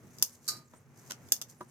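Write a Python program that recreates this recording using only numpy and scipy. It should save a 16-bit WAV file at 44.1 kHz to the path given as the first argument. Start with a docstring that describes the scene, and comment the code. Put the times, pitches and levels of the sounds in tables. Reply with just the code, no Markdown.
"""A pole pruner works in a spruce hedge, a few metres from the microphone in a quiet garden.
Low rumble, faint hum and hiss lie behind; spruce needles brush the cutting head as coloured, grainy noise.
The blade snaps shut in bursts of noise through the head's resonances; a far bird sings gliding sine notes.
The blade springs back, rattles and rings in decaying sines; the pole gives a faint knock from its low modes.
A twig crunches in a run of short noise bursts, the blade snaps again and the pole knocks louder."""
import sys
import numpy as np
from scipy import signal
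from scipy.fft import rfft, irfft
from scipy.io import wavfile

SR = 44100
rng = np.random.default_rng(int(sys.argv[2]) if len(sys.argv) > 2 else 0)


def bounce(signal):
    """Save signal as a 16-bit WAV file at the path given by the first command-line argument."""
    frames = np.transpose(np.atleast_2d(signal))
    limited = np.clip(frames, -1, 1)
    pcm = np.round(limited * 32767).astype(np.int16)
    wavfile.write(sys.argv[1], SR, pcm)


N = 74970
T = np.arange(N) / SR  # time in s
HZ = np.fft.rfftfreq(N, 1 / SR)  # frequency of each spectrum bin


def amp(db):
    """Decibels to gain."""
    return 10 ** (np.asarray(db) / 20)


def at_hz(points, hz):
    """Read a spectrum table on a log-frequency axis."""
    f, value = np.transpose(points)
    return np.interp(np.log(np.maximum(hz, 1)), np.log(f), value)


def level(rows):
    """Gain over time from a level curve in dB."""
    return amp(np.interp(T, *np.transpose(rows)))


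def noise():
    """Stereo white noise; the mix of mid and side sets how alike the ears are at each frequency."""
    # How alike left and right are. Each row: frequency in Hz, correlation before limiting to 0..1.
    likeness = [(30, -4.2), (80, 1.55), (130, 0.72), (260, 0.87), (1000, 0.83), (2500, 0.1), (5000, 0.59),
                (15000, -0.02)]
    mid, side = rfft(rng.standard_normal((2, N)))
    alike = np.clip(at_hz(likeness, HZ), 0, 1)
    shared = np.sqrt((1 + alike) / 2) * mid
    opposed = np.sqrt((1 - alike) / 2) * side * [[1], [-1]]
    return irfft(shared + opposed, N)


def colour(x, gain):
    """Causal (minimum-phase) filter with the given relative gains, keeping the power of white noise."""
    cepstrum = irfft(np.log(gain / np.sqrt(np.mean(gain ** 2))), N)
    # folding the cepstrum onto positive time makes the phase minimal
    cepstrum[..., 1:N // 2] *= 2
    cepstrum[..., N // 2 + 1:] = 0
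    return irfft(rfft(x) * np.exp(rfft(cepstrum)), N)


def from_head(spectrum):
    """Left and right gains of a sound that comes from the cutting head."""
    # Lean of the head between the ears. Each row: frequency in Hz, left minus right in dB.
    lean = [(300, -2.5), (2000, -2.5), (3300, -7), (4700, 3), (6500, 5.5), (8000, -3), (10000, -12.5),
            (12500, -16), (15000, -6)]
    return amp(at_hz(spectrum, HZ) + at_hz(lean, HZ) * np.array([[.5], [-.5]]))


def strike(s, t60, rise=0.000094):
    """Envelope that starts at s, with a quick linear rise and an exponential decay (times in s)."""
    age = np.maximum(T - s, 0)
    return np.minimum(age / rise, 1) * 1000. ** (-age / t60)


def bursts(rows):
    """One short burst of noise per contact, given its start, level and decay."""
    envelope = sum(amp(db) * strike(s, t60) for s, db, t60 in rows)
    return noise() * envelope


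def waver(per_s):
    """Random curve that takes a new value so many times a second, with straight lines between."""
    return np.interp(T * per_s, np.arange(N), rng.standard_normal(N))


def background():
    """Distant rumble with a faint steady hum, and a soft midrange hiss, both of coloured noise."""
    # Spectra of rumble and hiss. Each row: frequency in Hz, relative density in dB per Hz.
    rumble_colour = [(20, -46.5), (40, -33), (60, -21), (78, -14), (90, -1), (105, -4), (128, 4),
                     (170, -5.5), (220, -6), (300, -13.5), (450, -17.5), (900, -43)]
    air_colour = [(150, -10), (350, 1.5), (700, -3), (1300, -5.5), (2200, -8.5), (3300, -20), (6000, -30.5),
                  (15000, -35)]
    # Their slow swells. Each row: time in seconds, level in dB.
    rumble_level = [(0, -60.5), (.07, -50), (.13, -59.5), (.2, -54), (.27, -64.5), (.45, -62.5), (.53, -55),
                    (.66, -64), (.9, -61.5), (1.11, -58.5), (1.18, -60), (1.25, -56), (1.4, -63),
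                    (1.7, -62.5)]
    air_level = [(0, -65), (.2, -63), (.42, -69), (.48, -64), (.52, -55), (.6, -63), (.69, -74),
                 (.75, -63.5), (.84, -70), (1.05, -61.5), (1.27, -62), (1.48, -66.5), (1.6, -68.5),
                 (1.7, -66.5)]
    hum_hz, hum_db = 240.4, -67.5
    rumble = colour(noise(), amp(at_hz(rumble_colour, HZ))) * level(rumble_level)
    air = colour(noise(), amp(at_hz(air_colour, HZ))) * level(air_level)
    hum = amp(hum_db) * np.sin(2 * np.pi * hum_hz * T)
    return rumble + air + hum


def needles(grain_db=3.0, grains_per_s=550):
    """Fine grainy hiss of needles sliding over the head: noise whose level wavers at random."""
    # Strength of the brushing. Each row: time in seconds, level in dB before the grain.
    brush_level = [(0, -74), (.09, -69), (.2, -62), (.3, -60), (.355, -61.5), (.4, -74.5), (.45, -60.5),
                   (.6, -74), (.7, -75.5), (.76, -71.5), (.85, -80), (.95, -75), (.99, -61), (1.03, -67),
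                   (1.09, -61), (1.17, -73), (1.29, -64.5), (1.38, -62), (1.465, -81), (1.5, -55.5),
                   (1.54, -70), (1.59, -75), (1.63, -67.5), (1.665, -74), (1.7, -68)]
    # Spectrum of the brushing. Each row: frequency in Hz, relative density in dB per Hz.
    brush_colour = [(2000, -15), (3500, -12), (5000, -3), (6400, 4), (8000, -0.5), (10500, -10),
                    (13200, -5.5), (16000, -19.5)]
    grain = amp(grain_db * (waver(grains_per_s) + 0.5))
    return colour(noise() * grain, from_head(brush_colour)) * level(brush_level)


def snaps():
    """Snaps and clicks of the cutter: sharp bursts through the broad resonances of the cutting head."""
    # Each row: start in seconds, level in dB, time to decay by 60 dB in seconds,
    # treble tilt in dB per octave, left minus right in dB (on top of the lean of the head).
    cuts = [(0.185, -38.5, .012, -1.5, 3.5), (0.1966, -44, 0.011, -3, 3.5), (0.2095, -63, .01, 0.5, 6),
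            (0.2160, -44, .01, -9.5, 10.5), (0.2249, -8.5, 0.015, 0, -1), (0.2304, -27, 0.0056, 2, 5.5),
            (0.2399, -32, .008, -1.5, 3), (0.251, -42, .007, -5.5, -2), (1.2870, -48.5, .02, -4, -5.5),
            (1.3208, -12, 0.018, -2, -1.5), (1.3227, -12.5, 0.012, 5, 2), (1.3295, -35, 0.011, 0, 6),
            (1.3376, -36, .02, -1, 10), (1.3646, -36, 0.0052, -5.5, 11), (1.4146, -29.5, 0.027, -4, -1.5),
            (1.4222, -31.5, 0.015, -1, -1), (1.523, -58, 0.0097, -6, 1.5)]
    # Body of a snap. Each row: frequency in Hz, relative density in dB per Hz.
    body = [(40, -43.5), (110, -21.5), (300, -12), (1000, -16.5), (1600, -15.5), (2300, -16.5),
            (2900, -12.5), (3900, -16.5), (4700, 3.5), (6500, 5), (8300, -4), (10500, -7.5), (13000, -3),
            (15400, -11), (16500, -23.5)]
    # Resonances of the head. Each row: centre in Hz, width in Hz, relative left and right peaks in dB.
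    resonances = [(1020, 170, -9.5, -8.5), (2810, 160, -7.5, -6.5), (3560, 240, -3.5, -0.5),
                  (4670, 290, -1.5, -2), (5250, 210, -1, -2.5), (6000, 140, 5, 1), (6540, 310, 10.5, 1.5),
                  (7750, 188, -4.5, 3), (9200, 400, 0.5, 2), (11170, 250, -13.5, 5), (13040, 500, -5, 7.5),
                  (14850, 350, 0.5, -0.5)]
    power = from_head(body) ** 2
    for hz, width, left_db, right_db in resonances:
        peak = amp([[left_db], [right_db]]) ** 2
        power = power + peak / (1 + ((HZ - hz) / width) ** 2) ** 2
    white, out = noise(), 0
    octaves = np.log2(np.maximum(HZ, 2000) / 7000)  # the tilt pivots at 7 kHz and is flat below 2 kHz
    for s, db, t60, tilt_db, pan_db in cuts:
        burst = white * strike(s, t60) * amp([[db + pan_db / 2], [db - pan_db / 2]])
        out = out + colour(burst, np.sqrt(power) * amp(tilt_db * octaves))
    return out


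def bird():
    """Thin, faint notes of a far bird: sines that glide and warble, a little stronger on the right."""
    # Each row: start in seconds, length in seconds, start and end of the glide in Hz before the warble,
    # level in dB before the left-right offset.
    chirps = [(.322, 0.024, 9000, 10100, -60.5), (0.652, 0.016, 7200, 8950, -68.5),
              (0.675, 0.014, 8200, 5960, -66.5), (0.74, 0.017, 7300, 7630, -68),
              (0.749, 0.039, 9100, 7280, -66.5), (0.771, .022, 9500, 8700, -63.5),
              (1.573, 0.043, 10300, 9100, -67.5), (1.623, 0.017, 10500, 8200, -62),
              (1.678, 0.018, 8200, 10600, -67)]
    warble_hz, warble_per_s = 450, 380
    out, warble = np.zeros(N), warble_hz * waver(warble_per_s)
    for s, length, start_hz, end_hz, db in chirps:
        u = np.clip((T - s) / length, 0, 1)  # progress through the note
        pitch_hz = start_hz + (end_hz - start_hz) * u + warble
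        out += amp(db) * np.sin(np.pi * u) * np.sin(2 * np.pi * np.cumsum(pitch_hz) / SR)
    return out * amp([[-2], [3]])


def rattle():
    """The blade springs back and chatters on its stop in short bursts of noise."""
    # Each row: start in seconds, level in dB, time to decay by 60 dB in seconds.
    contacts = [(0.4680, -49, 0.021), (0.4787, -30, 0.042), (0.4865, -26, 0.032), (0.4925, -30.5, 0.048),
                (0.5050, -40, 0.21), (0.5660, -52.5, 0.088)]
    # Spectrum of the chatter. Each row: frequency in Hz, relative density in dB per Hz.
    rattle_colour = [(40, -36), (150, -26), (700, -23.5), (1400, -7), (2300, -14.5), (3400, -15.5),
                     (4400, 8), (6500, 0), (8000, 0.5), (10000, -6), (11800, -11), (14000, -5),
                     (16000, -26)]
    return colour(bursts(contacts), from_head(rattle_colour))


def steel():
    """The steel's modes swell during the rattle and die away with a slight random flutter of level."""
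    # Each row: mode frequency in Hz, left and right levels in dB before flutter and decay,
    # time to decay by 60 dB in seconds.
    modes = [(1222, -45.5, -43, 0.4), (1253, -52, -50, 0.36), (1526, -53, -52.5, 0.29),
             (2342, -62, -61.5, 0.39), (3963, -40, -35, 0.23), (4200, -53, -48, 0.32),
             (4573, -39, -42, 0.2), (4685, -43, -40, 0.26), (4670, -40, -32.5, 0.18),
             (5274, -38, -44, 0.22), (5443, -47, -41.5, 0.19), (5738, -44, -43, 0.13),
             (6400, -47, -35, 0.13), (6820, -40, -32.5, .12), (8380, -37, -30, 0.095), (9340, -42, -32, .1),
             (12800, -49, -26, 0.1)]
    start_s, rise_s = .4795, 0.0053
    flutter_db, flutter_per_s = 1.0, 130
    ear_spread_rad = .5  # random phase spread at each ear
    out = 0
    for hz, left_db, right_db, t60 in modes:
        phase = rng.uniform(0, 2 * np.pi) + ear_spread_rad * rng.standard_normal((2, 1))
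        tone = np.sin(2 * np.pi * hz * T + phase) * strike(start_s, t60, rise_s)
        flutter = amp(flutter_db * waver(flutter_per_s))
        out = out + flutter * amp([[left_db], [right_db]]) * tone
    return out


def pole():
    """Soft blows ring the low modes of the pole, each with a dull tick; the thin tube radiates no deep bass."""
    # Hollow knocks. Each row: start in seconds, ring level in dB (added to each mode), tick level in dB.
    knocks = [(0.7360, -29, -47), (1.607, -1.5, -41), (1.6102, -4, -42)]
    # Modes of the pole. Each row: frequency in Hz, relative level in dB, time to decay by 60 dB in seconds.
    modes = [(220.5, -51, 0.22), (313, -48, 0.047), (361, -42, 0.092), (498, -45.5, 0.082),
             (660, -50, 0.043), (802, -57.5, 0.21), (984, -41.5, 0.066), (1179, -35.5, 0.035),
             (1442, -41, .025), (1750, -52, .02)]
    # Spectrum of the tick. Each row: frequency in Hz, relative density in dB per Hz.
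    tick_colour = [(150, 4), (500, -2.5), (1400, -6), (2300, -21.5), (6000, -27.5), (15000, -32)]
    tick_t60_s, rise_s, low_cut_hz = 0.044, 0.00084, 175
    ticks = bursts([(s, tick_db, tick_t60_s) for s, _, tick_db in knocks])
    ring = np.zeros(N)
    for s, db, _ in knocks:
        for hz, mode_db, t60 in modes:
            ring += amp(db + mode_db) * strike(s, t60, rise_s) * np.sin(2 * np.pi * hz * (T - s))
    knocking = ring + colour(ticks, amp(at_hz(tick_colour, HZ)))
    low_cut = signal.butter(3, low_cut_hz, "high", fs=SR, output="sos")
    return signal.sosfilt(low_cut, knocking)


def twig():
    """A twig gives way fibre by fibre in a quick run of duller cracks."""
    # Each row: start in seconds, level in dB, time to decay by 60 dB in seconds.
    cracks = [(1.0990, -46, 0.044), (1.1033, -42, 0.012), (1.1068, -32.5, 0.0095), (1.1084, -32.5, 0.0079),
              (1.1098, -28.5, 0.0093), (1.1195, -28.5, 0.0081), (1.1225, -41, 0.0089), (1.1355, -47, 0.01)]
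    # Spectrum of a crack. Each row: frequency in Hz, relative density in dB per Hz.
    crack_colour = [(40, -30), (120, -2.5), (300, -3), (700, -5.5), (1300, -1), (2200, -5.5), (3400, -5.5),
                    (4800, -1), (6400, 2), (8000, -8), (11000, -14.5), (13500, -13), (16000, -27)]
    return colour(bursts(cracks), from_head(crack_colour))


def scatter(x, db, t60, delay_s=.004):
    """Diffuse reflections: a decaying noise response of unit energy, different at each ear."""
    response = rng.standard_normal((2, N)) * strike(delay_s, t60)
    response /= np.sqrt(np.sum(response ** 2, axis=1, keepdims=True))
    return amp(db) * signal.fftconvolve(x, response, axes=1)[:, :N]


def scene():
    """The contacts reach the right ear first; hedge and garden scatter them and the ringing steel."""
    left_lag_s = .00011
    left, right = snaps() + rattle() + pole() + twig()
    near = np.array([np.interp(T - left_lag_s, T, left), right]) + steel()
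    hedge = scatter(near, db=-10, t60=0.12)
    garden = scatter(near, db=-35, t60=0.15)
    return near + hedge + garden + needles() + bird() + background()


def record(dry):
    """The top is cut steeply by an elliptic low-pass."""
    cutoff_hz = 16750
    top_cut = signal.ellip(10, .2, 80, cutoff_hz, fs=SR, output="sos")
    return signal.sosfilt(top_cut, dry)


dry = scene()
out = record(dry)
bounce(out)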